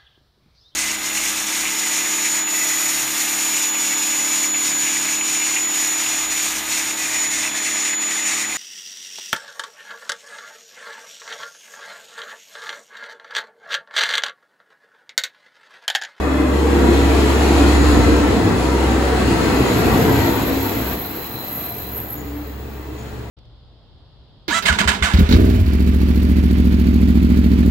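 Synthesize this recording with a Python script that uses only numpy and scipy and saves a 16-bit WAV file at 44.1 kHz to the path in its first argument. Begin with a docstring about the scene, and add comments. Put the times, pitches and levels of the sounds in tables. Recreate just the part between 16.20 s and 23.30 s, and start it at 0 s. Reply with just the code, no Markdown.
"""Diesel train passing a platform

A two-car train runs close by and draws away. Its exhausts drone, the engines under the floor
roar, and gears whine. Steel wheels rush, ring and squeak on the rails, and the bogies (the
frames that hold the wheels) thud. A very high, whistling hiss, like leaking compressed air,
travels with the second car."""
import sys
import numpy as np
from scipy import signal
from scipy.fft import rfft, irfft, next_fast_len
from scipy.io import wavfile
from scipy.ndimage import map_coordinates

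SR = 44100
rng = np.random.default_rng(int(sys.argv[2]) if len(sys.argv) > 2 else 0)


def dump_mix(stems):
    """Bounce the given channels to the path in sys.argv[1] as a 16-bit WAV at rate SR."""
    frames = np.atleast_2d(stems).T  # one column per channel
    limited = np.clip(frames, -1, 1)  # hard clip at full scale
    pcm = np.round(limited * 32767).astype(np.int16)
    wavfile.write(sys.argv[1], SR, pcm)


N = 313110


def amp(db):
    """Turn decibels into a gain."""
    return 10 ** (np.asarray(db) / 20)


def unit(x):
    """Scale to an average power of 1."""
    return x / np.sqrt(np.mean(x ** 2) + 1e-20)


def along(points, hz):
    """Read a value between points, spaced as the ear hears pitch."""
    pitches, values = np.transpose(points)
    return np.interp(np.log(hz + 1), np.log(pitches + 1), values)


def clock():
    """The time of each sample, in seconds."""
    return np.arange(N) / SR


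def curve(points):
    """Join points in time with straight lines."""
    return np.interp(clock(), *np.transpose(points))


def wobble(per_s):
    """A smooth random curve with per_s new values a second."""
    t = clock()
    knots = rng.standard_normal(int(N * per_s / SR) + 4)
    coarse = t[::64]
    return np.interp(t, coarse, map_coordinates(knots, [coarse * per_s]))


def swell(peak_s, half_length_s):
    """A bell-shaped rise and fall."""
    return np.exp(-.5 * ((clock() - peak_s) / half_length_s) ** 2)


def filtered(x, response):
    """Give each frequency of x the gain response(hz)."""
    size = next_fast_len(N + 8192)
    return irfft(rfft(x, size) * response(np.fft.rfftfreq(size, 1 / SR)), size)[..., :N]


def peak(hz, centre_hz, width_hz):
    """The gain of a resonance, a pitch at which something likes to ring."""
    return hz * width_hz / np.hypot(centre_hz ** 2 - hz ** 2, hz * width_hz)


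def ears():
    """Plus for the left ear, minus for the right."""
    return np.array([[1], [-1]])


def treble_phase(hz):
    """Treble reaches the two microphone openings out of step, by an angle that turns with pitch."""
    from_hz, in_step_hz, lag_s = 5500, 11350, .000233
    return -2 * np.pi * (hz - in_step_hz) * lag_s * (hz > from_hz)


def noise(colour, alike):
    """Stereo noise shaped by colour(hz); alike(hz) is 1 where both ears hear the same noise."""
    size = next_fast_len(N, real=True)
    hz = np.fft.rfftfreq(size, 1 / SR)
    spread = np.arccos(np.clip(alike(hz), -.5, 1)) / 2
    mid, other = rfft(rng.standard_normal((2, size))) * unit(colour(hz) * np.cos(spread))
    side = np.tan(spread) * other
    shift = np.exp(.5j * treble_phase(hz))
    return irfft(np.array([(mid + side) * shift, (mid - side) / shift]), size)[:, :N]


def band(centre_hz, width_hz, alike):
    """A narrow band of noise."""
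    return noise(lambda hz: peak(hz, centre_hz, width_hz) ** 2, lambda hz: alike)


# How alike the two ears hear the train: pitch_hz, likeness (0 to 1)
EAR_LIKENESS = [(30, 0.48), (60, 0.79), (130, 0.96), (290, 0.86), (640, 0.48), (1400, 0.24), (3100, 0.016),
                (5600, .03), (6900, 0.75), (8500, 1), (15000, 1)]
def rush(spectrum, resonances=()):
    """Broad noise spread over the platform, louder at its resonances."""
    def colour(hz):
        lift = sum((amp(db + 10.5) * peak(hz, centre, width)) ** 2 for centre, width, db in resonances)
        return amp(along(spectrum, hz)) * np.sqrt(1 + lift)
    return noise(colour, lambda hz: along(EAR_LIKENESS, hz))


def wavering_tone(hz, unsteady_db, jitter):
    """A tone that wanders a little in pitch, in level and between the ears."""
    drift = 1 + .00795 * wobble(6)
    phase = 2 * np.pi * hz * np.cumsum(drift) / SR + jitter * wobble(18)
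    apart = .41 * np.arccos(along(EAR_LIKENESS, hz)) * wobble(17) * ears()
    return amp(unsteady_db * wobble(16)) * np.sin(phase + apart)


def fuzzy_tone(hz, width_hz, bend_hz=0):
    """Noise so narrow that it sings; bend_hz slides its pitch."""
    mid, side = (wobble(width_hz) + 1j * wobble(width_hz) for _ in range(2))
    spread = np.arccos(along(EAR_LIKENESS, hz)) / 2
    fuzz = np.cos(spread) * mid + ears() * np.sin(spread) * side
    phase = 2 * np.pi * np.cumsum(np.full(N, hz) + bend_hz) / SR
    return np.real(fuzz * np.exp(1j * (phase + .5 * ears() * treble_phase(hz))))


# Sudden steps down in the passing noise: time_s, drop_db
LEVEL_DROPS = [(4.11, 1.9), (4.757, 3.5)]
def passing_db(passes, far_db):
    """A level that rises as each part goes by, above the far_db that carries from far off."""
    t = clock()
    falloff = 2.55  # steep: the platform edge hides all but the nearest parts
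    power = sum(amp(db) ** 2 / (1 + ((t - s) / half) ** 2) ** falloff for s, db, half in passes)
    dropped_db = sum(db * (.5 + .5 * np.tanh((t - s) / .013)) for s, db in LEVEL_DROPS)
    return 10 * np.log10(power * amp(-dropped_db) ** 2 + amp(far_db) ** 2)


def doppler_hz(shift_hz, nearest_s, turn_s):
    """A passing sound is higher as it comes and lower as it goes."""
    since = clock() - nearest_s
    return -shift_hz * since / np.hypot(since, turn_s)


def firing_phases():
    """Where each engine is in its firing cycle: the first sinks in pitch, the second holds steady."""
    t = clock()
    lead_hz = 67.38 + doppler_hz(2.2, nearest_s=1.8, turn_s=.353) + .16 * wobble(6.63)
    lead = 2 * np.pi * np.cumsum(lead_hz) / SR
    second_hz, opposed_s = 68.2, 3.86  # at this moment the two notes work against each other
    second = 2 * np.pi * second_hz * (t - opposed_s) + np.interp(opposed_s, t, lead) + np.pi
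    return lead, second


def exhaust(phase, levels):
    """A firing note with weak, unsteady overtones; the platform's echo shifts it between the ears."""
    overtones = sum(amp(db + 4 * wobble(5)) * np.sin(k * phase + .5 * wobble(5.5))
                    for k, db in enumerate([-25, -26, -18], 2))
    apart = (.054 + .058 * wobble(3.3)) * ears()
    return amp(curve(levels) + .28 * wobble(22)) * np.sqrt(2) * (np.sin(phase + apart) + overtones)


# How loud each exhaust is: time_s, level_db
LEAD_EXHAUST = [(0, -22.5), (.45, -18), (.95, -15.5), (1.15, -18), (1.4, -15.5), (1.78, -14.5),
                (2.051, -20), (2.8, -19), (3.6, -30), (4.7, -37), (4.85, -60)]
SECOND_EXHAUST = [(1.8, -45), (2.5, -46), (4.74, -34), (4.82, -46), (5.58, -47), (5.68, -37), (5.95, -40),
                  (6.1, -32), (6.7, -34), (7.1, -36)]
def drone(lead, second):
    """Both exhaust notes; they pulse against each other when about equally loud."""
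    dip_db = -26 * swell(2.28, .059)  # the first note dips briefly
    return amp(dip_db) * exhaust(lead, LEAD_EXHAUST) + exhaust(second, SECOND_EXHAUST)


# The tone of the rumble, the roar, and the roar from behind: pitch_hz, level_db
RUMBLE_SPECTRUM = [(20, -42), (35, -23), (52, -3), (80, -3.5), (108, 1.5), (150, -3.5), (190, -2.5),
                   (280, -6), (500, -78)]
ROAR_SPECTRUM = [(100, -24), (180, -9), (230, -3), (280, -0.5), (330, 0.5), (380, -4), (430, -5),
                 (490, -4.5), (560, -23.5), (900, -66)]
ROAR_BEHIND_SPECTRUM = [(80, -13), (105, -0.5), (135, -4), (170, -27), (210, -3), (245, -18), (294, 0.5),
                        (355, -12), (430, -3), (490, -12), (560, -28), (900, -56)]
# Swells as the engines and bogies go by: peak_s, level_db, half_length_s
RUMBLE_SWELLS = [(.75, -26, 0.37), (1.75, -24.5, 0.95), (3.05, -24.5, 0.62), (3.92, -22.5, 0.94),
                 (4.45, -31, 0.28)]
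ROAR_SWELLS = [(.12, -23, .35), (.72, -17.5, 0.59), (1.78, -17, 1.15), (3.5, -18.3, 0.97),
               (4.35, -25, 0.41)]
def engines(phase):
    """A rumble under the floor, and a roar that throbs with the firing and turns hollow from behind."""
    behind = np.interp(clock(), [5.3, 6.1], [0, 1])
    rumble_db = passing_db(RUMBLE_SWELLS, far_db=-40) + 2.9 * wobble(7) - 1.4 * behind
    roar_db = passing_db(ROAR_SWELLS, far_db=-40.5) + 1.1 * wobble(14) - .86
    throb = 1 + .28 * np.cos(phase) + .16 * np.cos(2 * phase)
    rumble = amp(rumble_db) * rush(RUMBLE_SPECTRUM)
    roar = np.sqrt(1 - behind) * rush(ROAR_SPECTRUM)
    roar += amp(5) * np.sqrt(behind) * rush(ROAR_BEHIND_SPECTRUM)
    return rumble + amp(roar_db) * throb * roar


# How much later the left ear hears the engines: time_s, lag_s
LEFT_EAR_LAG = [(0, -.0002), (1, -.0001), (2, .0002), (2.6, 0), (3.2, .00015), (5.5, .00015), (7.1, .00028)]
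def moving(pair):
    """Delay one ear against the other as the engines change side."""
    t, lag = clock(), curve(LEFT_EAR_LAG)
    return np.array([np.interp(t - lag / 2, t, pair[0]), np.interp(t + lag / 2, t, pair[1])])


def receding(t, share_left):
    """Fade from 1 to share_left as the train draws away."""
    return np.interp(t, [3.5, 5.6], [1, share_left])


def glinting(pair):
    """Random pitches ring up and die away as the wheels turn; distance evens them out."""
    width_hz, life_s = 69.92, .12
    hz, t, spectra = signal.stft(pair, SR, nperseg=2048)
    grid = np.meshgrid(hz / width_hz, t / life_s, indexing="ij")
    patches = map_coordinates(rng.standard_normal(spectra.shape[1:]), grid, order=3, mode="wrap")
    depth_db = 2.2 * receding(t, share_left=.71)
    return signal.istft(spectra * unit(amp(depth_db * patches)), SR, nperseg=2048)[1][:, :N]


# Swells of rolling noise and rail hiss as wheels go by: peak_s, level_db, half_length_s
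ROLLING_SWELLS = [(.7, -27, 1.12), (1.65, -23.5, 1.24), (3.05, -27, 0.97), (3.83, -24.5, 1.1),
                  (5.35, -36, 0.48)]
RAIL_SWELLS = [(1.3, -30, 1), (1.68, -34.5, 0.38), (2.6, -39, 1), (3.68, -31, 1.42), (5.45, -46, 0.37)]
def wheel_levels():
    """How loud the rolling and the rails are; far off, both grow louder for a moment."""
    late_db = 2.9 * swell(6.88, .12)
    rolling_db = passing_db(ROLLING_SWELLS, far_db=-43.5) + late_db
    rail_db = passing_db(RAIL_SWELLS, far_db=-53) + late_db
    return rolling_db, rail_db


# The tone of the rolling, the rails, and a fine hiss ahead of the first wheels: pitch_hz, level_db
ROLLING_SPECTRUM = [(300, -10.5), (480, 0), (580, 1.5), (760, 0.5), (1050, -2.5), (1350, -6.5), (1600, -5),
                    (2000, -6.5), (2400, -19.5), (4000, -64)]
RAIL_SPECTRUM = [(1400, -45), (2200, 1.5), (2600, 0), (3300, -1), (4200, -2), (5000, -5.5), (5700, -7.5),
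                 (7200, -6.5), (8700, -10), (9600, -9), (11600, -13), (12700, -21), (13700, -21),
                 (16000, -25.5)]
FRONT_HISS_SPECTRUM = [(5500, -32), (7500, 1), (8600, -6), (10500, -7), (11800, 2), (12800, -12),
                       (14200, -14), (15500, -6)]
# Where the steel of wheels and rails rings: pitch_hz, width_hz, strength_db
STEEL_RESONANCES = [(718, 90, -11.5), (940, 92, -10.5), (1146, 58, -10), (1334, 100, -9), (2026, 140, -11)]
RAIL_RESONANCES = [(2557, 270, -7.5), (3250, 430, -13.5), (4210, 330, -10)]
def wheels(phase, rolling_db, rail_db):
    """Rough steel rolls on steel; engine clatter adds a slight flutter."""
    clatter = 1 + .023 * np.cos(phase) + .03 * np.cos(2 * phase + wobble(7.8))
    rolling = amp(rolling_db + .58 * wobble(12)) * rush(ROLLING_SPECTRUM, STEEL_RESONANCES)
    rail_hiss = amp(rail_db + .6 * wobble(18)) * rush(RAIL_SPECTRUM, RAIL_RESONANCES)
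    front_hiss = amp(-44) * swell(.96, .7) * rush(FRONT_HISS_SPECTRUM)
    return clatter * glinting(rolling + rail_hiss) + front_hiss


def wheel_song(rail_db):
    """Two high wheel resonances sing softly along with the rail hiss."""
    low = amp(rail_db - 19.5 + 1.3 * wobble(12)) * band(4050, 190, alike=0)
    high = amp(rail_db - 17.5 + 2.1 * wobble(13)) * band(7020, 560, alike=.8)
    return low + high


# Gear tones: pitch_hz, level_db (compared with the rolling noise)
GEAR_TONES = [(335, -14), (435, -6.5), (960, -22), (1330, -20.5)]
def gear_whine(rolling_db):
    """Whining gears follow the rolling noise, each swelling at random."""
    chord = sum(amp(db + 1.8 * wobble(2.93)) * wavering_tone(hz, unsteady_db=1.5, jitter=.9)
                for hz, db in GEAR_TONES)
    return amp(rolling_db) * receding(clock(), share_left=.3) * chord


# Ringing notes of wheels and rails: peak_s, pitch_hz, level_db, half_length_s
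RING_NOTES = [(.15, 1182, -34, 0.25), (0.202, 594, -32, .2), (0.103, 2530, -40.5, 0.17),
              (.1, 3380, -46, .3), (.75, 960, -30, .17), (0.803, 629, -35, 0.24), (.8, 2550, -42.5, 0.27),
              (1.4, 1427, -37, 0.18), (1.7, 1045, -30, 0.054), (1.7, 1790, -35, .16),
              (1.68, 1950, -36, .14), (1.85, 1322, -33.5, .22), (2.752, 959, -35, 0.46),
              (2.72, 1750, -39, 0.067), (2.962, 738, -28.5, 0.068), (3.75, 1158, -40, 0.24)]
def steel_rings():
    """Wheels and rails ring for a while as each set goes by."""
    return sum(amp(db) * swell(s, half) * fuzzy_tone(hz, width_hz=.045 * hz)
               for s, hz, db, half in RING_NOTES)


# Low notes of the engine and its gears: peak_s, pitch_hz, level_db, half_length_s
BOOM_NOTES = [(.18, 265, -21, 0.15), (0.182, 303, -20, .13), (.48, 477, -25.5, 0.18),
              (.73, 338, -17.5, .11), (0.91, 455, -21.5, .05), (1.06, 425, -18.5, .05),
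              (1.39, 335, -18, .08), (1.724, 293.4, -16.5, 0.34), (2.998, 370, -22.5, .04),
              (3.475, 395, -24, .035), (3.865, 437, -22.5, 0.13), (3.993, 82, -20, .038),
              (3.998, 109, -19.5, 0.097), (4.073, 338, -21, 0.028), (4.202, 273.1, -20, .22),
              (4.447, 102, -23, 0.06), (6.15, 292.8, -30.5, 0.1), (6.94, 116, -33.5, .14)]
def engine_notes():
    """The engine booms at its resonances and its gears whine briefly, each note swelling and fading."""
    return sum(amp(db) * swell(s, half) * wavering_tone(hz, unsteady_db=1.3, jitter=.46)
               for s, hz, db, half in BOOM_NOTES)


# Bumps in the track: start_s, level_db
BUMPS = [(.684, -19), (1.779, -14.5), (3.073, -16.5), (3.106, -20), (3.399, -11.5), (3.555, -21),
         (3.654, -17), (3.971, -16.5)]
# The notes of a bogie frame: pitch_hz, level_db, ring_s (time to fade by 60 dB)
FRAME_NOTES = [(86.5, -4, .22), (127, 3, 0.16), (233, -3, .11), (310, 2, .1), (402, 0.5, .07)]
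def bogie_thuds():
    """A bogie drops over an uneven spot; all its notes start together and ring dully."""
    out, t = np.zeros(N), np.arange(SR // 3) / SR
    attack = 1 - np.exp(-t / .0032)
    for start_s, bump_db in BUMPS:
        for hz, note_db, ring_s in FRAME_NOTES:
            fade = amp(bump_db + note_db + rng.normal(0, .72) - 60 * t / ring_s)
            tone = np.sin(2 * np.pi * hz * (1 + rng.normal(0, .038)) * t)
            out[round(start_s * SR):][:len(t)] += attack * fade * tone
    return out


# Wheel squeaks: peak_s, pitch_hz, level_db, half_length_s, fall_hz_per_s
SQUEAK_NOTES = [(1.78, 4100, -43, 0.23, 0), (1.719, 6800, -41, .22, 549), (3.5, 6860, -35.5, .028, 1),
                (3.513, 4050, -36, .03, 0.5), (3.95, 6950, -44, .035, 0), (4.17, 6890, -44.5, .08, 0),
                (4.32, 3990, -40, .16, 0), (5.381, 6980, -52, 0.054, -1), (5.597, 6980, -58, .04, 0),
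                (5.76, 6880, -57, .03, 0), (5.88, 6950, -53, 0.027, 0), (5.997, 6950, -45, .022, 4),
                (6.07, 6930, -54, .04, -0.5), (6.82, 6860, -55, 0.064, 0)]
def flange_squeaks():
    """A wheel squeaks when its flange, the lip that keeps it on track, touches the rail."""
    squeaks = sum(amp(db) * swell(s, half) * fuzzy_tone(hz, width_hz=190, bend_hz=fall * (s - clock()))
                  for s, hz, db, half, fall in SQUEAK_NOTES)
    flutter_db = 2.2 * wobble(25.12)
    return amp(flutter_db) * squeaks


def air_puff():
    """The first car shoves a low puff of air along the platform."""
    return amp(-22) * swell(1.79, .28) * band(77, 50, alike=.8)


# How loud the air jet and its highest, thinnest hiss are: time_s, level_db
JET_LEVELS = [(3.1, -51), (3.45, -43.5), (3.78, -35.5), (4.3, -33), (4.73, -31.5), (5.2, -35), (5.42, -28),
              (5.62, -34), (5.78, -30.5), (5.93, -35), (6.06, -47.5), (7.1, -65)]
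TOP_HISS_LEVELS = [(0, -70), (1.3, -58), (2.8, -53), (3.6, -50.5), (4.3, -41), (4.7, -39), (5.5, -42),
                   (6.1, -48), (7.1, -57)]
def air_leak():
    """A thin, sputtering jet hisses and whistles; it narrows and sinks once it has gone by."""
    arrived = np.interp(clock(), [2.95, 3.3], [0, 1])
    gone = np.interp(clock(), [5.5, 6.2], [0, 1])
    hiss = np.sqrt(1 - gone) * band(12250, 400, alike=.99) + np.sqrt(gone) * band(12160, 300, alike=1)
    sputter_db = 1.3 * wobble(14)
    jet = arrived * amp(curve(JET_LEVELS) + sputter_db) * (hiss + amp(-3) * air_whistles())
    top_hiss = amp(curve(TOP_HISS_LEVELS) + 1.2 * wobble(9)) * band(15600, 380, alike=.99)
    return amp(.55 * wobble(56)) * (jet + top_hiss)


def air_whistles():
    """Two thin tones in the jet: one holds its pitch, then one takes over and sinks as the rear passes."""
    front = fuzzy_tone(12200, width_hz=40)
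    rear = fuzzy_tone(12250, width_hz=40, bend_hz=doppler_hz(181, nearest_s=5.8, turn_s=.35))
    handover = np.interp(clock(), [4.5, 4.62], [0, 1])
    return np.sqrt(1 - handover) * front + np.sqrt(handover) * rear


# Knocks: peak_s, level_db, half_length_s
KNOCKS = [(4.726, -33, 0.011), (5.404, -44, .015), (5.79, -46, .025)]
# The tone of a knock: pitch_hz, level_db
KNOCK_SPECTRUM = [(300, -14), (700, 0), (1300, -2), (2700, -5), (4500, -16), (9000, -26)]
def clanks():
    """Loose fittings on the last car knock briefly."""
    return sum(amp(db) * swell(s, half) for s, db, half in KNOCKS) * rush(KNOCK_SPECTRUM)


# The rise and fall of one long squeal: time_s, level_db
SQUEAL_LEVELS = [(4.6, -74), (4.78, -44), (4.86, -42), (4.9, -50), (5.12, -46), (5.16, -41), (5.24, -42),
                 (5.39, -48), (5.48, -45), (5.56, -47), (5.66, -45), (5.75, -67.5), (6.1, -85)]
def flange_squeal():
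    """A flange of the last bogie keeps rubbing and grips unevenly: a rough tone inside a rasp."""
    pitch_hz = 4030
    roughness = 1.7 * wobble(100) + .8 * wobble(22) * ears()
    tone = np.sqrt(2) * np.sin(2 * np.pi * pitch_hz * clock() + roughness)
    rasp = amp(2) * fuzzy_tone(pitch_hz, width_hz=260)
    grip_db = 2 * wobble(34)
    return amp(curve(SQUEAL_LEVELS) + grip_db - 4) * (tone + rasp)


# How much louder the left ear is than the right: pitch_hz, difference_db
LEFT_BALANCE = [(60, -1.3), (110, 0.7), (200, 0.5), (380, 1.5), (1300, 2.5), (2400, 2.5), (4400, 1),
                (8000, -0.5)]
def scene():
    """Add up engines, wheels and air; the platform side is a little louder."""
    lead, second = firing_phases()
    rolling_db, rail_db = wheel_levels()
    diesel = moving(drone(lead, second) + engines(lead)) + engine_notes()
    rolling = wheels(lead, rolling_db, rail_db) + wheel_song(rail_db) + gear_whine(rolling_db)
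    metal = steel_rings() + bogie_thuds() + flange_squeaks() + clanks() + flange_squeal()
    train = diesel + rolling + metal + air_puff() + air_leak()
    return filtered(train, lambda hz: amp(along(LEFT_BALANCE, hz) * ears() / 2))


def record(dry):
    """Round off the tallest peaks and cut the very highest treble."""
    ceiling, top_hz = .95, 15790
    rounded = dry / (1 + np.abs(dry / ceiling) ** 10) ** (1 / 10)
    return filtered(rounded, lambda hz: hz < top_hz)


dry = scene()
out = record(dry)
dump_mix(out)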